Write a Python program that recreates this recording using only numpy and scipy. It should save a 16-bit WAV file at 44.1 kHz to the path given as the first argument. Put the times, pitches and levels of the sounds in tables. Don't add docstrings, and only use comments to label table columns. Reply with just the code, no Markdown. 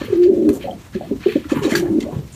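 import sys
import numpy as np
from scipy import signal
from scipy.io import wavfile

SR = 44100
rng = np.random.default_rng(int(sys.argv[2]) if len(sys.argv) > 2 else 0)


def gain_from_db(level_db):
    decades = np.asarray(level_db, float) / 20
    return 10 ** decades


def transcribe(u):
    v = np.clip(np.atleast_2d(u).T, -1, 1)
    q = np.round(v * 32767).astype(np.int16)
    wavfile.write(sys.argv[1], SR, q)


N = 103635


def rms_one(x):
    return x / np.sqrt(np.mean(x ** 2) + 1e-20)


def add(track, start_s, sound):
    i = max(int(start_s * SR), 0)
    track[i:i + len(sound)] += sound[:N - i]


def drift(rate_hz):
    r = np.exp(-2 * np.pi * rate_hz * 40 / SR)
    slow = signal.lfilter([1], [1, -2 * r, r * r], rng.standard_normal(N // 40 + 2002))[2000:]
    return np.interp(np.arange(N) / 40, np.arange(len(slow)), rms_one(slow))


def ring(x, hz, t60_s):
    r, w = gain_from_db(-60 / (t60_s * SR)), 2 * np.pi * hz / SR
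    return signal.lfilter([0, np.sin(w)], [1, -2 * r * np.cos(w), r * r], x + 1e-18)


def band(x, low_hz, high_hz):
    sos = signal.butter(2, [low_hz, min(high_hz, 0.45 * SR)], "band", fs=SR, output="sos")
    return signal.sosfilt(sos, x)


def swell(length_s, attack_s):
    t = np.arange(int((attack_s + 2 * length_s) * SR)) / SR
    rise = np.sin(np.pi / 2 * np.clip(t / attack_s, 0, 1)) ** 2
    fall = np.exp(-2 * (np.maximum(t - attack_s, 0) / length_s) ** 2)
    return t, rise * fall


def glide(hz):
    return np.sin(2 * np.pi * np.cumsum(hz) / SR)


# time_s, pitch_hz, level_db
CLEAR_COO = [
    (0.117, 404, -20),
    (0.132, 382.5, -5.5),
    (0.142, 349, -16),
    (0.159, 321, -16.5),
    (0.188, 354, -10),
    (0.273, 356.4, -10.5),
    (0.283, 415, -15.5),
    (0.301, 384, -6.5),
    (0.323, 375, -21),
]
ROLLED_COO = [
    (0.256, 340.7, -26.5),
    (0.324, 330, -16),
    (0.364, 328.3, -18.5),
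    (0.421, 366.9, -12.5),
    (.45, 328.5, -17.5),
    (0.481, 300.4, -11.5),
    (0.519, 303.7, -17.5),
    (.56, 325, -32),
    (.62, 329, -34.5),
]
LATE_COO = [
    (1.734, 346.5, -8.5),
    (1.783, 344.3, -19.5),
    (1.861, 354.7, -14),
    (1.874, 343, -27.5),
    (1.885, 333.5, -17),
    (1.926, 324.7, -16),
    (1.973, 298.6, -14.5),
    (2.011, 263.6, -24),
    (2.101, 303, -33),
]


def coo(line, roll, crop_db):
    time_s, pitch_hz, level_db = np.transpose(line)
    t = np.arange(N) / SR
    fade_in = np.clip((t - time_s[0]) / 0.011, 0, 1)
    fade_out = np.clip((time_s[-1] - t) / 0.016, 0, 1)
    level = gain_from_db(np.interp(t, time_s, level_db)) * fade_in * fade_out

    rolls_per_s, jitter, spread_db = 71, 0.2184, 0.5
    beat = np.cumsum(rolls_per_s * (1 + jitter * drift(30.56))) / SR
    k = beat.astype(int)
    strength, slip = rng.standard_normal((400, 2))[k].T
    puff = np.sin(np.pi * (beat % 1)) * gain_from_db(spread_db * np.clip(strength, -1, 1))

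    phase = 2 * np.pi * np.cumsum(np.interp(t, time_s, pitch_hz)) / SR
    steady = np.sin(phase) + gain_from_db(-41.5) * np.sin(2 * phase)
    rolled = 2.0 * band(puff * np.sin(phase + 2 * slip), 173, 465)
    tone = np.sqrt(2) * ((1 - roll) * steady + roll * rolled)
    clicks = level * np.diff(k, prepend=0) * np.sign(slip)
    return level * tone + roll * gain_from_db(crop_db) * crop(clicks)


# pitch_hz, level_db, t60_s
CROP_MODES = [(230, -12, 0.25), (398.8, -1.5, 0.075), (541.7, -6.5, 0.039)]


def crop(puffs):
    soft = band(band(puffs, 150, 640), 150, 640)
    return sum(gain_from_db(db + 2.2 * drift(24.2)) * ring(soft, hz, t60_s) for hz, db, t60_s in CROP_MODES)


# start_s, peak_db, pitch_hz, length_s
CLUCK_NOTES = [(0.01, -16.5, 289, 0.0048), (0.949, -16, 371, 0.034), (.946, -15.5, 209, 0.017),
               (1.108, -11, 270, 0.0058), (1.118, -19.5, 253, 0.013), (1.115, -18.5, 397, 0.021),
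               (1.258, -2, 379.4, .014), (1.279, -14.5, 423, 0.021), (1.298, -39, 398, 0.045),
               (1.352, -5.5, 295, 0.01), (1.449, -23.5, 295, 0.023), (1.515, -5.5, 301, 0.007),
               (1.562, -15.5, 246, 0.011), (1.614, -19.5, 409, 0.041), (1.643, -10.5, 337, 0.015),
               (1.661, -9.5, 292, 0.01), (1.717, -7.5, 271, 0.0024), (1.98, -5, 300, 0.0048),
               (0.496, -10, 257, 0.0073), (.74, -26.5, 204, 0.028), (1.356, -13.5, 553, 0.01),
               (1.524, -16, 540, 0.0088), (.011, -24, 553, 0.0074), (0.078, -23, 470, 0.0063),
               (0.097, -18, 389.4, 0.017), (0.141, -12.5, 355, .006), (.947, -33.5, 538, 0.018),
               (1.104, -27, 535, 0.012), (1.152, -25.5, 257, .016), (1.26, -30, 700, 0.0076),
               (1.367, -17, 348, .008), (1.673, -19.5, 536, .012), (1.722, -20.5, 636, 0.0056),
               (1.766, -22, 216, 0.0086), (1.79, -17.5, 179, 0.016), (1.901, -19, 199, 0.051), ]


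def clucks():
    attack_s, sag, puff_db = 0.00829, 0.018, -9
    out, puffs = np.zeros(N), np.zeros(N)
    for start_s, db, hz, length_s in CLUCK_NOTES:
        t, shape = swell(length_s, attack_s)
        pitch_hz = hz * (1 + sag * (0.5 - t / length_s))
        add(out, start_s, gain_from_db(db) * shape * glide(pitch_hz))
        puffs[int((start_s + attack_s / 2) * SR)] = gain_from_db(db + puff_db)
    return out + crop(puffs)


# start_s, peak_db,
# pitch_hz, end_pitch_hz, length_s
FAR_NOTES = [(.640, -20, 563, 560, .022), (.670, -22, 750, 735, .04), (.673, -25, 545, 540, .045),
             (.715, -27, 720, 690, .03), (1.006, -24, 580, 600, .018), (1.007, -26, 740, 720, .014),
             (1.03, -31, 640, 700, .035), (2.06, -26, 560, 620, .05), (2.085, -31, 680, 740, .035),
             (.312, -25, 560, 540, .05), (.37, -28, 560, 560, .05), (.435, -25, 550, 560, .05),
             (.255, -31, 570, 570, .02)]


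def far_bird():
    out = np.zeros(N)
    for start_s, db, hz, end_hz, length_s in FAR_NOTES:
        t, shape = swell(length_s, 0.007)
        add(out, start_s, gain_from_db(db) * shape * glide(hz + (end_hz - hz) * t / length_s))
    breath = rms_one(band(band(rng.standard_normal(N), 35, 110), 20, 110))
    return out * (0.9 + 0.42 * breath)


# start_s, level_db,
# length_s, centre_hz, width_octaves
SCUFFS = [(.045, -40.5, 0.019, 6000, 3.5), (.09, -44, 0.12, 2210, 3.7), (.16, -53.5, 0.032, 12800, 0.95),
          (.205, -41.5, 0.081, 3450, 2.04), (.52, -41, 0.064, 10600, 1.2), (.595, -41, 0.079, 2966, 1.07),
          (.3, -60, 0.46, 6000, 3.7), (.92, -43, 0.072, 2990, 2), (0.973, -51.5, 0.17, 2890, 1.2),
          (1.185, -40.5, 0.14, 2450, 2), (1.25, -36.5, 0.17, 2790, 1.1), (1.425, -50.5, 0.052, 1870, 1.9),
          (1.48, -33, 0.075, 2620, 4.2), (1.53, -31.5, 0.1, 1000, 2.96), (1.605, -31, 0.087, 3870, 2.7),
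          (1.685, -29, 0.081, 4000, 3.26), (1.8, -44.5, .12, 1010, 1.85), (2.1, -42.5, 0.067, 870, 0.49),
          (1.712, -40.5, 0.062, 2050, 0.86), (1.74, -42, .22, 683, 0.79), (1.5, -48, 0.24, 4930, 2.5),
          (.78, -58, 0.12, 900, 2), (1.54, -40, 0.21, 975, .35), (2.25, -59, 0.059, 5030, 5.7),
          (.51, -28, 0.092, 297, 0.73), (1.53, -27.5, 0.091, 302, 1.3), (1.62, -27, 0.097, 336, 0.96),
          (0, -36, .1, 300, 1.58), (.58, -35.5, 0.23, 235, 1.22), (.92, -38, 0.35, 230, 1.16),
          (1.98, -34, 0.27, 263, 1.31)]
# start_s, level_db, length_s, centre_hz, width_octaves
SUDDEN_CLATTERS = [
    (0, -36.5, 0.18, 1600, 4.1),
    (.49, -33.5, 0.033, 4000, 7.5),
    (1.752, -26.5, 0.1, 5050, 3.6),
    (2.004, -32.5, 0.026, 5500, 2.06),
    (2.025, -41, .03, 5000, 2.4),
    (2.322, -45, 0.058, 8340, 0.5),
]


def rustles():
    grain_db, air_db, mesh_db, mesh_patchy_db = 2, -12, -5, 6.0
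    out = np.zeros(N)
    grains = rng.standard_normal(N + SR) * np.resize(gain_from_db(grain_db * drift(140)), N + SR)
    for rows, attack in (SCUFFS, 0.37), (SUDDEN_CLATTERS, 0.004):
        for start_s, db, length_s, hz, octaves in rows:
            t, shape = swell(0.71 * length_s, attack * length_s)
            noise = grains[max(int(start_s * SR), 0):][:len(t)]
            dulled = signal.lfilter([1], [1, -0.7], noise)
            half_width = 2 ** (octaves / 2)
            body = rms_one(band(dulled, hz / half_width, hz * half_width))
            air = (hz > 700) * gain_from_db(air_db) * rms_one(band(noise, 4900, 18600))
            add(out, start_s, gain_from_db(db) * shape * (body + air))
    mesh = np.zeros(N)
    for hz in 1000 * 2 ** rng.uniform(0, 3.8, 30):
        touched = out * gain_from_db(mesh_patchy_db * drift(20.0))
        mesh += ring(touched, hz, 50 / hz) * np.sqrt(hz / SR)
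    return out + gain_from_db(mesh_db) * mesh * np.std(out) / np.std(mesh)


# start_s, peak_db, pitch_hz
WIRE_TICKS = [(0.71, -27.5, 3165), (1.292, -22.5, 2420), (1.444, -30, 1360), (1.5, -23.5, 1314),
              (1.629, -25.5, 2840), (1.72, -15.5, 1990), (2.006, -28.5, 2080), (.053, -28, 2100),
              (0.241, -29, 4600), (0.639, -33, 2530), (.946, -30.5, 1720), (1.221, -35, 2070),
              (1.236, -26.5, 2400), (1.557, -21, 1040), (1.649, -18.5, 3890), (1.727, -17, 2120),
              (1.738, -24, 2110), (1.757, -16, 4445), (1.765, -21, 4670), (1.766, -28, 1800),
              (1.757, -25, 6000), (1.773, -23, 5930), (1.796, -26, 5880), (1.764, -23, 7070),
              (1.867, -30.5, 1734), (2.005, -31, 3510), (2.006, -32, 4700), (2.028, -34, 3250),
              (2.03, -33, 2052), (1.345, -38, 1860)]
# pitch_hz, level_db, t60_s
MESH_MODES = [(1682, 13.5, 0.014), (3460, -3.5, 0.018), (4590, 3, 0.02), (6000, 1, 0.011),
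              (7360, -7, 0.023)]


def wire():
    tick_t60_s = 0.028
    knock_s, knock_db, knock_rise_s = 1.7508, -14.5, 0.0042
    rattles_per_s, rattle_t60_s = 1300, 0.055
    out, t = np.zeros(N), np.arange(SR // 4) / SR
    for start_s, db, hz in WIRE_TICKS:
        shape = gain_from_db(db - 60 * t / tick_t60_s) * np.minimum(t / 0.0015, 1)
        add(out, start_s, shape * np.sin(2 * np.pi * hz * t))
    for hz, db, t60_s in MESH_MODES:
        hits = (rng.random(len(t)) < rattles_per_s / SR) * rng.standard_normal(len(t))
        rattle = hits * gain_from_db(-8.5 - 60 * t / rattle_t60_s)
        rattle[0] = 1
        rise = np.minimum(t / knock_rise_s, 1)
        add(out, knock_s, gain_from_db(knock_db + db) * rise * ring(rattle, hz, t60_s))
    return out


# start_s, peak_db, pitch_hz, length_s
WING_PUSHES = [
    (0.077, -25.5, 111.6, 0.063),
    (0.483, -21.5, 87, 0.02),
    (1.55, -23.5, 150, 0.084),
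    (1.72, -27, 142.2, 0.16),
    (1.878, -26.5, 107, 0.037),
    (2.12, -22, 157, 0.031),
    (2.156, -17.5, 122, 0.023),
    (2.18, -21, 144, 0.034),
    (2.23, -28, 136.5, 0.033),
    (2.31, -38, 133, 0.056),
]


def wings():
    out = np.zeros(N)
    for start_s, db, hz, length_s in WING_PUSHES:
        t, shape = swell(length_s, 0.26 * length_s)
        add(out, start_s, gain_from_db(db) * shape * np.sin(2 * np.pi * hz * t))
    return out * (1 + 0.45 * rms_one(band(rng.standard_normal(N), 15, 60)))


def cage(x):
    t60_s, wall_cut_hz = 0.17, 3700
    out, dull = np.zeros(N), np.exp(-2 * np.pi * wall_cut_hz / SR)
    lags = (rng.uniform(0.009, 0.035, 8) * SR).astype(int)
    for k, lag in enumerate(lags):
        loop, gain, state = x.copy(), gain_from_db(-60 * lag / SR / t60_s), [0.0]
        for i in range(lag, N, lag):
            back, state = signal.lfilter([gain * (1 - dull)], [1, -dull], loop[i - lag:i], zi=state)
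            loop[i:i + lag] += back[:N - i]
        out += (loop - x) * (-1) ** k
    return out


# pitch_hz, level_db (per Hz)
HUM_COLOUR = [(24, -60), (45, 16), (150, 11.5), (480, -10), (800, -9), (1300, -12), (2120, -13),
              (2790, -13.5), (15600, -24)]


def hum():
    level_db, patchy_db = -38.5, 1.2
    lull_s, lull_length_s, lull_depth_db = 0.836, 0.044, -8.5
    lull_db = lull_depth_db * np.exp(-((np.arange(N) / SR - lull_s) / lull_length_s) ** 2)
    out, together = np.zeros(N), drift(15.0)
    edges_hz = 22 * 2 ** np.arange(0, 10, 0.5)
    white = rng.standard_normal((2, N + SR // 4))
    at_hz, at_db = np.transpose(HUM_COLOUR)
    for k, (low, high) in enumerate(zip(edges_hz, edges_hz[1:])):
        band_db = np.interp(np.log(low * high) / 2, np.log(at_hz), at_db)
        flicker_db = patchy_db * (together + drift(7.0))
        gain = gain_from_db(band_db + (low < 250) * lull_db + flicker_db)
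        out += gain * band(white[k % 2], low, high)[-N:]
    return gain_from_db(level_db) * rms_one(out)


def scene():
    coos = coo(CLEAR_COO, roll=0.11, crop_db=-47)
    coos = coos + coo(ROLLED_COO, roll=0.6, crop_db=6)
    coos = coos + coo(LATE_COO, roll=0.38, crop_db=1)
    far = far_bird()
    close = clucks() + wire() + rustles()
    echoes = gain_from_db(-10.5) * cage(close + gain_from_db(-0.5) * coos) + gain_from_db(-20) * cage(far)
    return (coos + close + far + echoes + wings() + hum())[None]


def roll_off(x):
    return signal.sosfilt(signal.butter(12, 15800, fs=SR, output="sos"), x)


def record(dry):
    x = signal.sosfilt(signal.butter(4, 49.8, "high", fs=SR, output="sos"), dry)
    for hz, depth in (5000, 0.28), (10400, 0.49):
        x = x - depth * signal.lfilter(*signal.iirpeak(hz, 7, SR), x)
    x = signal.sosfilt(signal.cheby2(12, 60, 16000, fs=SR, output="sos"), x)
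    overload = 4
    mix = overload * np.tanh(x / overload)
    return roll_off(mix)


dry = scene()
out = record(dry)
transcribe(out)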